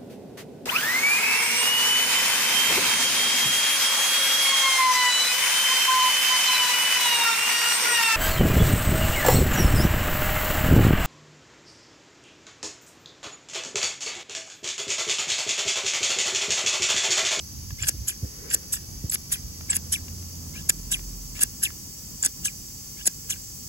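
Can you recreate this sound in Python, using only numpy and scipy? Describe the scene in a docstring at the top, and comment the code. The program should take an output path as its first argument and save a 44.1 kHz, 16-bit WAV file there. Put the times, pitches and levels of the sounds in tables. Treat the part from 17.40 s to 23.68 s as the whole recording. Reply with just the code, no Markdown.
"""A steady hiss over a low outdoor rumble comes first; then steel hand shears snip a lawn eight times, close by.
Each cut rubs edge on edge, shears harder and harder and ends on a stop; a spring swishes the blades open again.
Random friction slips, coloured by spectra and blade resonances, make the scrapes; gliding tones make the squeaks.
Behind them a far engine swells and fades as summed sines, and soft bumps on the microphone are low pushes and noise.
"""
import sys
import numpy as np
from scipy.fft import rfft, irfft, next_fast_len
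from scipy.io import wavfile
from scipy.ndimage import map_coordinates

SR = 44100
rng = np.random.default_rng(int(sys.argv[2]) if len(sys.argv) > 2 else 0)


def wav_record(signal):
    """Record a signal, one row per channel, as 16-bit PCM in the file named by sys.argv[1]."""
    frames = np.transpose(np.atleast_2d(signal))
    bounded = np.clip(frames, -1, 1)
    # unit amplitude maps onto the largest positive 16-bit level
    quanta = np.round(bounded * 32767).astype(np.int16)
    wavfile.write(sys.argv[1], SR, quanta)


N = 276948  # length of the scene in samples
LEAD = SR // 8  # samples before and after an event's time zero
T = np.arange(-LEAD, LEAD) / SR  # seconds around one event

# Hiss body: freq_hz, relative level_db
HISS_SPECTRUM = [(200, -10), (500, -24.5), (800, -18), (1300, -21), (2000, -17.5), (3000, -15),
                 (4100, -16.5), (4600, -2.5), (5400, -2), (6000, 2), (6500, -1.5), (7100, -9), (8400, -9),
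                 (9400, -19.5), (11000, -8), (15500, -10.5)]
# Thin top of the hiss: freq_hz, relative level_db
TOP_HISS_SPECTRUM = [(3000, -47), (6000, -13), (7100, 2), (8500, 2), (9400, -13), (11000, -8.5),
                     (13000, -4.5), (15000, 0.5)]
# Treble movement: time_s, level_db (only the distance below the highest level counts)
TREBLE_MOVES = [(0.0, -62), (0.82, -57.5), (3.46, -53), (3.86, -52.5), (6.28, -51.5)]
# Ground echo as the camera dips and rises: time_s, delay_ms
GROUND_DELAYS = [(0, 3.0), (1.1, 2.7), (2.1, 2.52), (3.0, 2.9), (4.6, 2.84), (6.28, 2.8)]
# Low outdoor rumble: freq_hz, relative level_db
RUMBLE_SPECTRUM = [(15, -18), (30, -33), (43, 1), (80, 1), (130, -1), (240, -6), (350, -15), (550, -24.5),
                   (1200, -26), (4000, -71)]
# Low rustle: freq_hz, relative level_db
RUSTLE_SPECTRUM = [(120, -40), (280, 3.0), (500, 4.5), (700, -14.5), (2000, -7), (6000, -47)]
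# Engine orders swelling in turn: multiple of firing rate, loudest_s, level_db, half_length_s
ENGINE_ORDERS = [(.5, 3.64, -39.5, 0.32), (1, 2.75, -39.5, 0.54), (2, 3, -52, 0.45)]
# The hand shifts on the camera until it settles: time_s, level_db
HAND_SHIFTS = [(0, -45.5), (.55, -41), (.75, -55), (1.25, -53), (1.6, -42), (1.85, -56), (2.05, -44),
               (2.3, -59)]
# Soft bumps on the microphone: start_s, level_db, first_hz, length_s
SOFT_BUMPS = [(0.305, -30, 160, 0.025), (0.531, -29.5, 317, 0.016), (0.575, -26.5, 111, 0.032),
              (0.822, -21, 332, 0.0158), (1.638, -19.5, 446, 0.0095)]
# Light ticks of the handle and spring: time_s, level_db
HANDLE_TICKS = [(.307, -34), (2.210, -36.5), (2.683, -36.5), (2.828, -41.5), (3.594, -39), (3.994, -33),
                (4.305, -37)]
# Handle tap colour: freq_hz, relative level_db
TAP_SPECTRUM = [(300, -19), (1100, -1.0), (3000, -4), (9000, -21.5)]
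# The crossing point runs toward the tips, the note climbs: start_s, end_s, note level_db
NOTE_CLIMBS = [(0.382, 0.458, -40), (1.082, 1.14, -48), (2.284, 2.345, -40.5), (3.135, 3.221, -43),
               (3.947, 4.019, -41), (5.567, 5.636, -47)]
# The dry edges stick and squeak: time_s, level_db, pitch_hz, half_length_s
EDGE_SQUEAKS = [(.427, -22, 7310, 0.0031), (1.103, -27.5, 7270, 0.0018), (1.6997, -21, 7760, 0.0034),
                (2.3044, -16, 8030, 0.0045), (2.3118, -19, 7480, 0.0034), (3.9945, -30.5, 7200, 0.0022),
                (4.829, -16.5, 7350, 0.0021)]
# Opening strokes: fastest_s, scrape level_db, gliding note level_db, brightness_db_per_octave
OPENING_STROKES = [(0.6867, -20.5, -33.5, 9), (1.336, -18, -42, 10), (1.928, -18, -30, 13),
                   (2.5327, -18, -25.5, 6.5), (3.5247, -17.5, -25.5, 5.5), (4.2383, -16.5, -20.5, 10),
                   (5.0561, -18.5, -28, 5.5), (5.9086, -21, -27, 7.5)]
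# Closing strokes: meet_s, stop_s, rub level_db, final shear level_db, brightness_db_per_octave
CLOSING_STROKES = [(0.414, 0.4928, -43, -15, -3), (1.101, 1.1472, -36.5, -15, 0.5),
                   (1.709, 1.7504, -32.5, -22.5, 2.5), (2.308, 2.3673, -36.5, -20, 4),
                   (3.288, 3.297, -16.5, -12, -1), (4.003, 4.035, -29.5, -14.5, 0.5),
                   (4.822, 4.8626, -29, -17.5, -3.5), (5.651, 5.6754, -34.5, -13, -2.5)]
# The edges catch hard, or the handles knock on the stop (at 3.303 s): time_s, scrape level_db, blade ring drive_db
EDGE_CATCHES = [(.436, -31, -28), (0.4722, -27, -31), (0.487, -15, -25.5), (2.332, -34, -27),
                (3.3031, -22, -22), (4.017, -22, -26), (4.85, -20, -29.5)]
# Blade resonances: freq_hz, width_hz, level_db
BLADE_MODES = [(1648, 114, 1), (1875, 195, -3.5), (2400, 740, -5.5), (2835, 160, 0), (3305, 215, -3.5),
               (3510, 360, -4.5), (4970, 395, -2)]
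# Scrape of a closing cut: freq_hz, relative level_db
SHEAR_SPECTRUM = [(200, -42), (700, -23), (1300, -27), (4000, -21), (5300, -10.5), (6800, -3), (8100, 1.5),
                  (9500, -2.5), (11200, -2), (13000, -10), (15500, -13.5)]
# Scrape of an opening swish: freq_hz, relative level_db
SWISH_SPECTRUM = [(300, -45), (1100, -47), (3000, -2), (4200, -12), (5300, -4.5), (7000, -2.5),
                  (8200, -0.5), (9500, -5.5), (11200, -7.5), (13000, -17), (15500, -29)]
# Left-right likeness of the shears: freq_hz, likeness (0-1)
NEAR_LIKENESS = [(1600, 0.98), (3000, 0.66), (4500, 0.24), (6000, 0.7), (7000, 1), (11000, 1), (15000, 0.1)]
# Left-right likeness of distant and handling noise: freq_hz, likeness (0-1)
FAR_LIKENESS = [(100, 0.89), (300, 0.67), (700, 0.047), (4000, 0.19), (6000, 0.34), (7200, 1), (15000, 1)]
# The sound reaches the left port late: freq_hz, lag_ms
LEFT_LAG = [(300, 0.075), (1000, 0.14), (2900, .13), (4600, 0.27), (5600, 0.29), (7000, 0.29),
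            (9200, 0.2727), (11400, 0.2664), (15500, 0.251)]
# Left port over right port: freq_hz, level_db
LEFT_OVER_RIGHT = [(100, -2.3), (600, 0.52), (1500, 0.52), (2600, 1.7), (4500, -0.5), (9000, 0.02)]

# background
RUMBLE_DB, RUMBLE_SWELL_DB, HISS_DB = -46, 4, -42  # rumble before the swell; its rise with the engine; hiss body
TOP_HISS_DB, TREBLE_SWING = -41, 2.6  # hiss top at its strongest; dB of swing per dB of treble movement
GROUND_SHARE = 0.4  # gain of the hiss's echo off the ground
RUSTLE_S, RUSTLE_HALF_S = 1.1, 0.18  # when the rustle swells; half length
RUSTLE_DB, RUSTLE_REST_DB = -52.5, -65  # the swell; the resting level beneath it
# far engine
ENGINE_S, ENGINE_HALF_S = 3.0, 1  # peak and half length of the rumble's swell
FIRING_HZ, REV_HZ_PER_S = 85.2, 2.2  # firing rate at ENGINE_S, and how fast it rises
# bumps
BUMP_END_HZ, SHUDDER_S = 60.6, 0.053  # pitch a push sinks toward; a bump this long would be all shudder
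# climbing note
CLIMB_FROM_HZ, CLIMB_TO_HZ, RASP_DB = 2050, 3750, -1  # range of the note; rasp relative to it
# opening
OPEN_RISE_S, OPEN_FALL_S, OPEN_RING_DB = 0.0094, 0.013, -17  # scrape swell and fade; ring drive relative to it
NOTE_REST_HZ, NOTE_DROP_HZ, NOTE_SINK_S = 1836, 2294, .015  # resting pitch; scale and time constant of the sink
# closing
BITE_S, SWELL_S, HALT_S = 0.0098, 0.0095, 0.0026  # edges take hold; shear grows toward the tips; the stop halts it
RUB_RING_DB, RING_FOLLOWS = -21, 0.39  # ring drive at a rub of 0 dB; dB of ring drive per dB of rub
RUB_UNEVEN_DB = 2  # stalks make the rub come and go
SNAP_DB, SNAP_S = -0.5, 0.00092  # tips snap past each other: level relative to the shear, half length
KNOCK_DB, KNOCK_FOLLOWS = -27, 0.64  # knock of the stop at a shear of 0 dB; dB of knock per dB of shear
KNOCK_RING_DB, KNOCK_RING_S = 5, 0.008  # the knock's push on the blades, relative to it; its decay
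CATCH_S = 0.0027  # half length of a catch or late knock
TOP_HZ = 15850  # upper band limit


def amp(db):
    """Decibels to gain."""
    return 10 ** (np.asarray(db) / 20)


def unit(x):
    """Scale to rms 1."""
    return x / np.sqrt(np.mean(np.abs(x) ** 2) + 1e-20)


def along(points, hz):
    """Read (freq_hz, value) points on a log frequency axis."""
    f, v = np.transpose(points)
    return np.interp(np.log(hz + 1), np.log(f + 1), v)


def curves(rows):
    """One value per sample for each column after the time."""
    s, *cols = np.transpose(rows)
    return [np.interp(np.arange(N) / SR, s, c) for c in cols]


def wobble(rate, size):
    """A smooth random curve of size samples, rate knots a second."""
    knots = rng.standard_normal(int(size * rate / SR) + 4)
    return map_coordinates(knots, [np.arange(size) * rate / SR])


def ripple(hz, spacing_hz):
    """Random unevenness over frequency: the steel's crowded high modes, drawn anew at each call."""
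    return map_coordinates(rng.standard_normal(512), [hz / spacing_hz], mode="mirror")


def hump(s, half):
    """A smooth rise and fall around time s, peaking at 1 and halved at half seconds away."""
    return 2 ** -(((np.arange(N) / SR - s) / half) ** 2)


def filtered(x, response):
    """Shape x by a complex response of frequency."""
    n = x.shape[-1]
    m = next_fast_len(n + 4096)
    return irfft(rfft(x, m) * response(np.fft.rfftfreq(m, 1 / SR)), m)[..., :n]


def add(track, s, sound):
    """Mix an event into the track with its time zero at s."""
    at = round(s * SR) - LEAD
    track[:, max(at, 0):at + len(T)] += sound[..., max(-at, 0):]


def spread(pair, colour, alike):
    """Two unrelated signals become a coloured, partly alike stereo pair of rms 1."""
    def mid_side(hz):
        turn = np.arccos(np.clip(along(alike, hz), -1, 1)) / 2
        return colour(hz) * np.array([np.cos(turn), np.sin(turn)])

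    mid, side = filtered(pair, mid_side)
    return unit(np.array([mid + side, mid - side]))


def noise(spectrum):
    """Distant stereo noise of rms 1."""
    return spread(rng.standard_normal((2, N)), lambda hz: amp(along(spectrum, hz)), FAR_LIKENESS)


def background():
    """Hiss with its echo off the ground, a low rustle, and an uneven rumble that grows with the engine."""
    treble_db, = curves(TREBLE_MOVES)
    top_db = TOP_HISS_DB + TREBLE_SWING * (treble_db - treble_db.max())
    hiss = amp(HISS_DB) * noise(HISS_SPECTRUM) + amp(top_db) * noise(TOP_HISS_SPECTRUM)

    echo_ms, = curves(GROUND_DELAYS)
    earlier = np.arange(N) - echo_ms * SR / 1000
    echo = np.array([map_coordinates(port, [earlier]) for port in hiss])

    stir = amp(RUSTLE_REST_DB) + amp(RUSTLE_DB) * hump(RUSTLE_S, RUSTLE_HALF_S)
    rustle = stir * amp(3.3 * wobble(30, size=N)) * noise(RUSTLE_SPECTRUM)

    rumble_db = RUMBLE_DB + RUMBLE_SWELL_DB * hump(ENGINE_S, ENGINE_HALF_S) + 1.4 * wobble(14, size=N)
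    rumble = amp(rumble_db) * noise(RUMBLE_SPECTRUM)
    return hiss + GROUND_SHARE * echo + rustle + rumble


def engine():
    """A far engine speeds up slightly; its drone passes from the firing note to the octave below."""
    steady_hz = FIRING_HZ + REV_HZ_PER_S * (np.arange(N) / SR - ENGINE_S)
    firing_hz = steady_hz * (1 + 0.0092 * wobble(7, size=N))
    phase = 2 * np.pi * np.cumsum(firing_hz) / SR
    orders = sum(amp(db) * hump(s, half) * np.sin(multiple * phase) for multiple, s, db, half in ENGINE_ORDERS)
    return np.sqrt(2) * orders  # table levels are rms


def shudder(top_hz, size):
    """Low noise of a hand on the camera's body, rms 1."""
    def low(hz):
        cubed = (hz / 40) ** 3
        return cubed / (1 + cubed) / (1 + (hz / top_hz) ** 4)

    return spread(rng.standard_normal((2, size)), low, FAR_LIKENESS)


def push_envelope(length):
    """A push swells to 1 at length seconds and dies away; also returns time in lengths."""
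    u = np.maximum(T, 0) / length
    return u, u ** 2 * np.exp(2 - 2 * u)


def thud(first_hz, last_hz, length):
    """A dull push whose pitch sinks as it swells and dies."""
    u, envelope = push_envelope(length)
    pitch = last_hz + (first_hz - last_hz) * np.exp(-2 * u)
    return np.sin(2 * np.pi * np.cumsum(pitch * (T > 0)) / SR) * envelope


def bumps():
    """The hand-held camera shudders unevenly and is jolted softly: the longer the jolt, the more it shudders."""
    handling_db, = curves(HAND_SHIFTS)
    out = amp(handling_db + 3.4 * wobble(16, size=N)) * shudder(top_hz=114, size=N)
    for s, db, first_hz, length in SOFT_BUMPS:
        rough = min(length / SHUDDER_S, 1)
        _, envelope = push_envelope(length)
        shake = shudder(first_hz, size=len(T)) * envelope
        push = thud(first_hz, BUMP_END_HZ, length)
        add(out, s, amp(db) * ((1 - rough) * push + 0.66 * rough * shake))
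    return out


def slips(rate, smooth, clump_db):
    """Friction force: tiny random slips over a smooth rub, coming in clumps."""
    jumps = (rng.random(len(T)) < rate / SR) * rng.standard_normal((2, len(T)))
    rub = smooth * rng.standard_normal(jumps.shape)
    return (unit(jumps) + rub) * amp(clump_db * wobble(498.5, size=len(T)))


def chirps(rate, life, lowest_hz, highest_hz):
    """Brief moments when the slipping locks onto one high mode of the steel, rms 1 in all."""
    when, pitch, size, phase = rng.random((4, round(rate * len(T) / SR), 1))
    t = np.arange(-256, 256)
    hz = lowest_hz + pitch * (highest_hz - lowest_hz)
    grains = size * np.exp(-(t / SR / life) ** 2) * np.sin(2 * np.pi * (hz * t / SR + phase))
    places = ((when * len(T)).astype(int) + t) % len(T)
    return unit(np.bincount(places.ravel(), grains.ravel(), len(T)))


def scrape(spectrum, bright_db, rate):
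    """The bright sound of one edge slipping over the other, rms 1."""
    def colour(hz):
        tilt_db = bright_db * np.log2(np.clip(hz, 4000, None) / 8000)  # tilts only above 4 kHz
        return amp(along(spectrum, hz) + tilt_db + 3.5 * ripple(hz, spacing_hz=220))

    locked = [chirps(rate=900, life=.0028, lowest_hz=1500, highest_hz=13000) for port in range(2)]
    friction = slips(rate, smooth=0.54, clump_db=1.0) + .65 * np.array(locked)
    return spread(friction, colour, NEAR_LIKENESS)


def blade(hz):
    """Response of the blades' damped bending resonances, in alternating polarity."""
    total = 0
    for k, (centre, width, db) in enumerate(BLADE_MODES):
        damping = 1j * hz * width
        total = total + (-1) ** k * amp(db) * damping / (centre * centre - hz * hz + damping)
    return total


def ring(force):
    """Slips of a given strength over time set the blades ringing, at the rms of that force."""
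    drive = slips(rate=700, smooth=.3, clump_db=3) * amp(3 * wobble(130, size=len(T)))
    colour = lambda hz: blade(hz) * amp(3 * ripple(hz, spacing_hz=170))
    return spread(drive * force, colour, NEAR_LIKENESS) * np.sqrt(np.mean(force ** 2))


def glide(pitch_hz, width_hz):
    """A narrow resonance, rubbed into sound in fits and starts, whose pitch moves."""
    drive = wobble(width_hz, size=len(T)) + 1j * wobble(width_hz, size=len(T))
    fits = amp(4 * wobble(170, size=len(T)))
    return unit(np.real(fits * drive * np.exp(2j * np.pi * np.cumsum(pitch_hz) / SR)))


def ticks():
    """Play in the handle taps the blades lightly."""
    out = np.zeros((2, N))
    for s, db in HANDLE_TICKS:
        tap = amp(db) * np.exp(-(T / 0.0018) ** 2)
        colour = lambda hz: amp(along(TAP_SPECTRUM, hz))
        handle = spread(rng.standard_normal((2, len(T))), colour, NEAR_LIKENESS)
        add(out, s, ring(0.49 * tap) + 0.54 * tap * handle)
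    return out


def climbs():
    """Before the bite the edges rasp lightly, and the blade's note climbs."""
    out = np.zeros((2, N))
    for start, end, db in NOTE_CLIMBS:
        travel = np.clip(T / (end - start), 0, 1)
        force = np.sqrt(np.abs(np.sin(np.pi * travel)))
        # a shorter free blade sounds higher
        pitch = 1 / np.interp(travel, [0, 1], [1 / CLIMB_FROM_HZ, 1 / CLIMB_TO_HZ])
        rasp = ring(amp(-3) * force) + force * scrape(SWISH_SPECTRUM, bright_db=-3, rate=1500)
        add(out, start, amp(db) * (force * glide(pitch, width_hz=180) + amp(RASP_DB) * rasp))
    return out


def squeaks():
    """Stick-slip locks into a short whistle that sags in pitch."""
    out = np.zeros((2, N))
    for s, db, pitch_hz, half in EDGE_SQUEAKS:
        pitch = pitch_hz * (1 - .018 * np.tanh(T / half) + 0.0073 * wobble(902, size=len(T)))
        phase = 2 * np.pi * np.cumsum(pitch) / SR
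        tone = unit(np.sin(phase) + amp(-28) * np.sin(2 * phase))
        grit = amp(-15.0) * scrape(SHEAR_SPECTRUM, bright_db=-16, rate=5000)
        add(out, s, amp(db) * np.exp(-np.abs(T / half) ** 3) * (tone + grit))
    return out


def swell(at, rise, fall):
    """A smooth rise to 1 at time at, then an exponential fade."""
    return np.exp(-np.where(T < at, ((T - at) / rise) ** 2, (T - at) / fall))


def opening():
    """The spring flings the blades apart; their note sinks as the crossing point runs back to the pivot."""
    out = np.zeros((2, N))
    # the pitch holds until 13 ms, then sinks
    pitch = NOTE_REST_HZ + NOTE_DROP_HZ * np.exp(-np.maximum(T - .010, .003) / NOTE_SINK_S)
    for s, db, note_db, bright_db in OPENING_STROKES:
        swish = scrape(SWISH_SPECTRUM, bright_db, rate=5500)
        edge = amp(db) * swell(0, OPEN_RISE_S, OPEN_FALL_S) * swish
        body = ring(amp(db + OPEN_RING_DB) * swell(0.0052, rise=0.019, fall=0.022))
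        note = amp(note_db) * swell(.018, rise=.007, fall=.009) * glide(pitch, width_hz=600)
        add(out, s, edge + body + note)
    return out


def catches():
    """A snag of the edges or a knock on the stop: a short hard scrape that also sets the blades ringing."""
    out = np.zeros((2, N))
    burst = np.exp(-(T / CATCH_S) ** 2)
    for s, db, ring_db in EDGE_CATCHES:
        edge = amp(db) * burst * scrape(SHEAR_SPECTRUM, bright_db=-4.0, rate=6200)
        add(out, s, edge + ring(amp(ring_db) * burst))
    return out


def closing():
    """The edges rub, shear harder toward the tips, snap shut and hit the stop; a harder cut knocks harder."""
    out = np.zeros((2, N))
    halt = np.exp(-np.maximum(T, 0) / HALT_S)
    shear = np.exp(np.minimum(T, 0) / SWELL_S) + amp(SNAP_DB) * np.exp(-(T / SNAP_S) ** 2)
    for meet, stop, rub_db, shear_db, bright_db in CLOSING_STROKES:
        contact = np.clip((T + stop - meet) / BITE_S, 0, 1) * halt
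        rub = amp(rub_db + RUB_UNEVEN_DB * wobble(107.7, size=len(T)))
        force = (rub + amp(shear_db) * shear) * contact
        edge = force * scrape(SHEAR_SPECTRUM, bright_db, rate=3500)

        knock = amp(KNOCK_DB + KNOCK_FOLLOWS * shear_db)
        blow = knock * amp(KNOCK_RING_DB) * (T > 0) * np.exp(-np.abs(T) / KNOCK_RING_S)
        body = ring(amp(RUB_RING_DB + RING_FOLLOWS * rub_db) * contact + blow)
        add(out, stop, edge + body + knock * thud(first_hz=1390, last_hz=197, length=0.00444))
    return out


def scene():
    """The shears over the garden's background."""
    behind = background() + engine() + bumps()
    return behind + ticks() + climbs() + squeaks() + opening() + catches() + closing()


def record(dry):
    """Two ports differ in arrival time and slightly in level; loud peaks are rounded, then the top is cut."""
    def port_response(hz):
        # each port takes half the lag and half the level difference
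        lag = np.exp(np.outer([-1, 1], 1j * np.pi * hz * along(LEFT_LAG, hz) / 1000))
        return lag * amp(np.outer([.5, -.5], along(LEFT_OVER_RIGHT, hz)))

    ports = filtered(dry, port_response)
    rounded = ports / (1 + np.abs(ports / .85) ** 4) ** (1 / 4)
    return filtered(rounded, lambda hz: hz < TOP_HZ)


dry = scene()
out = record(dry)
wav_record(out)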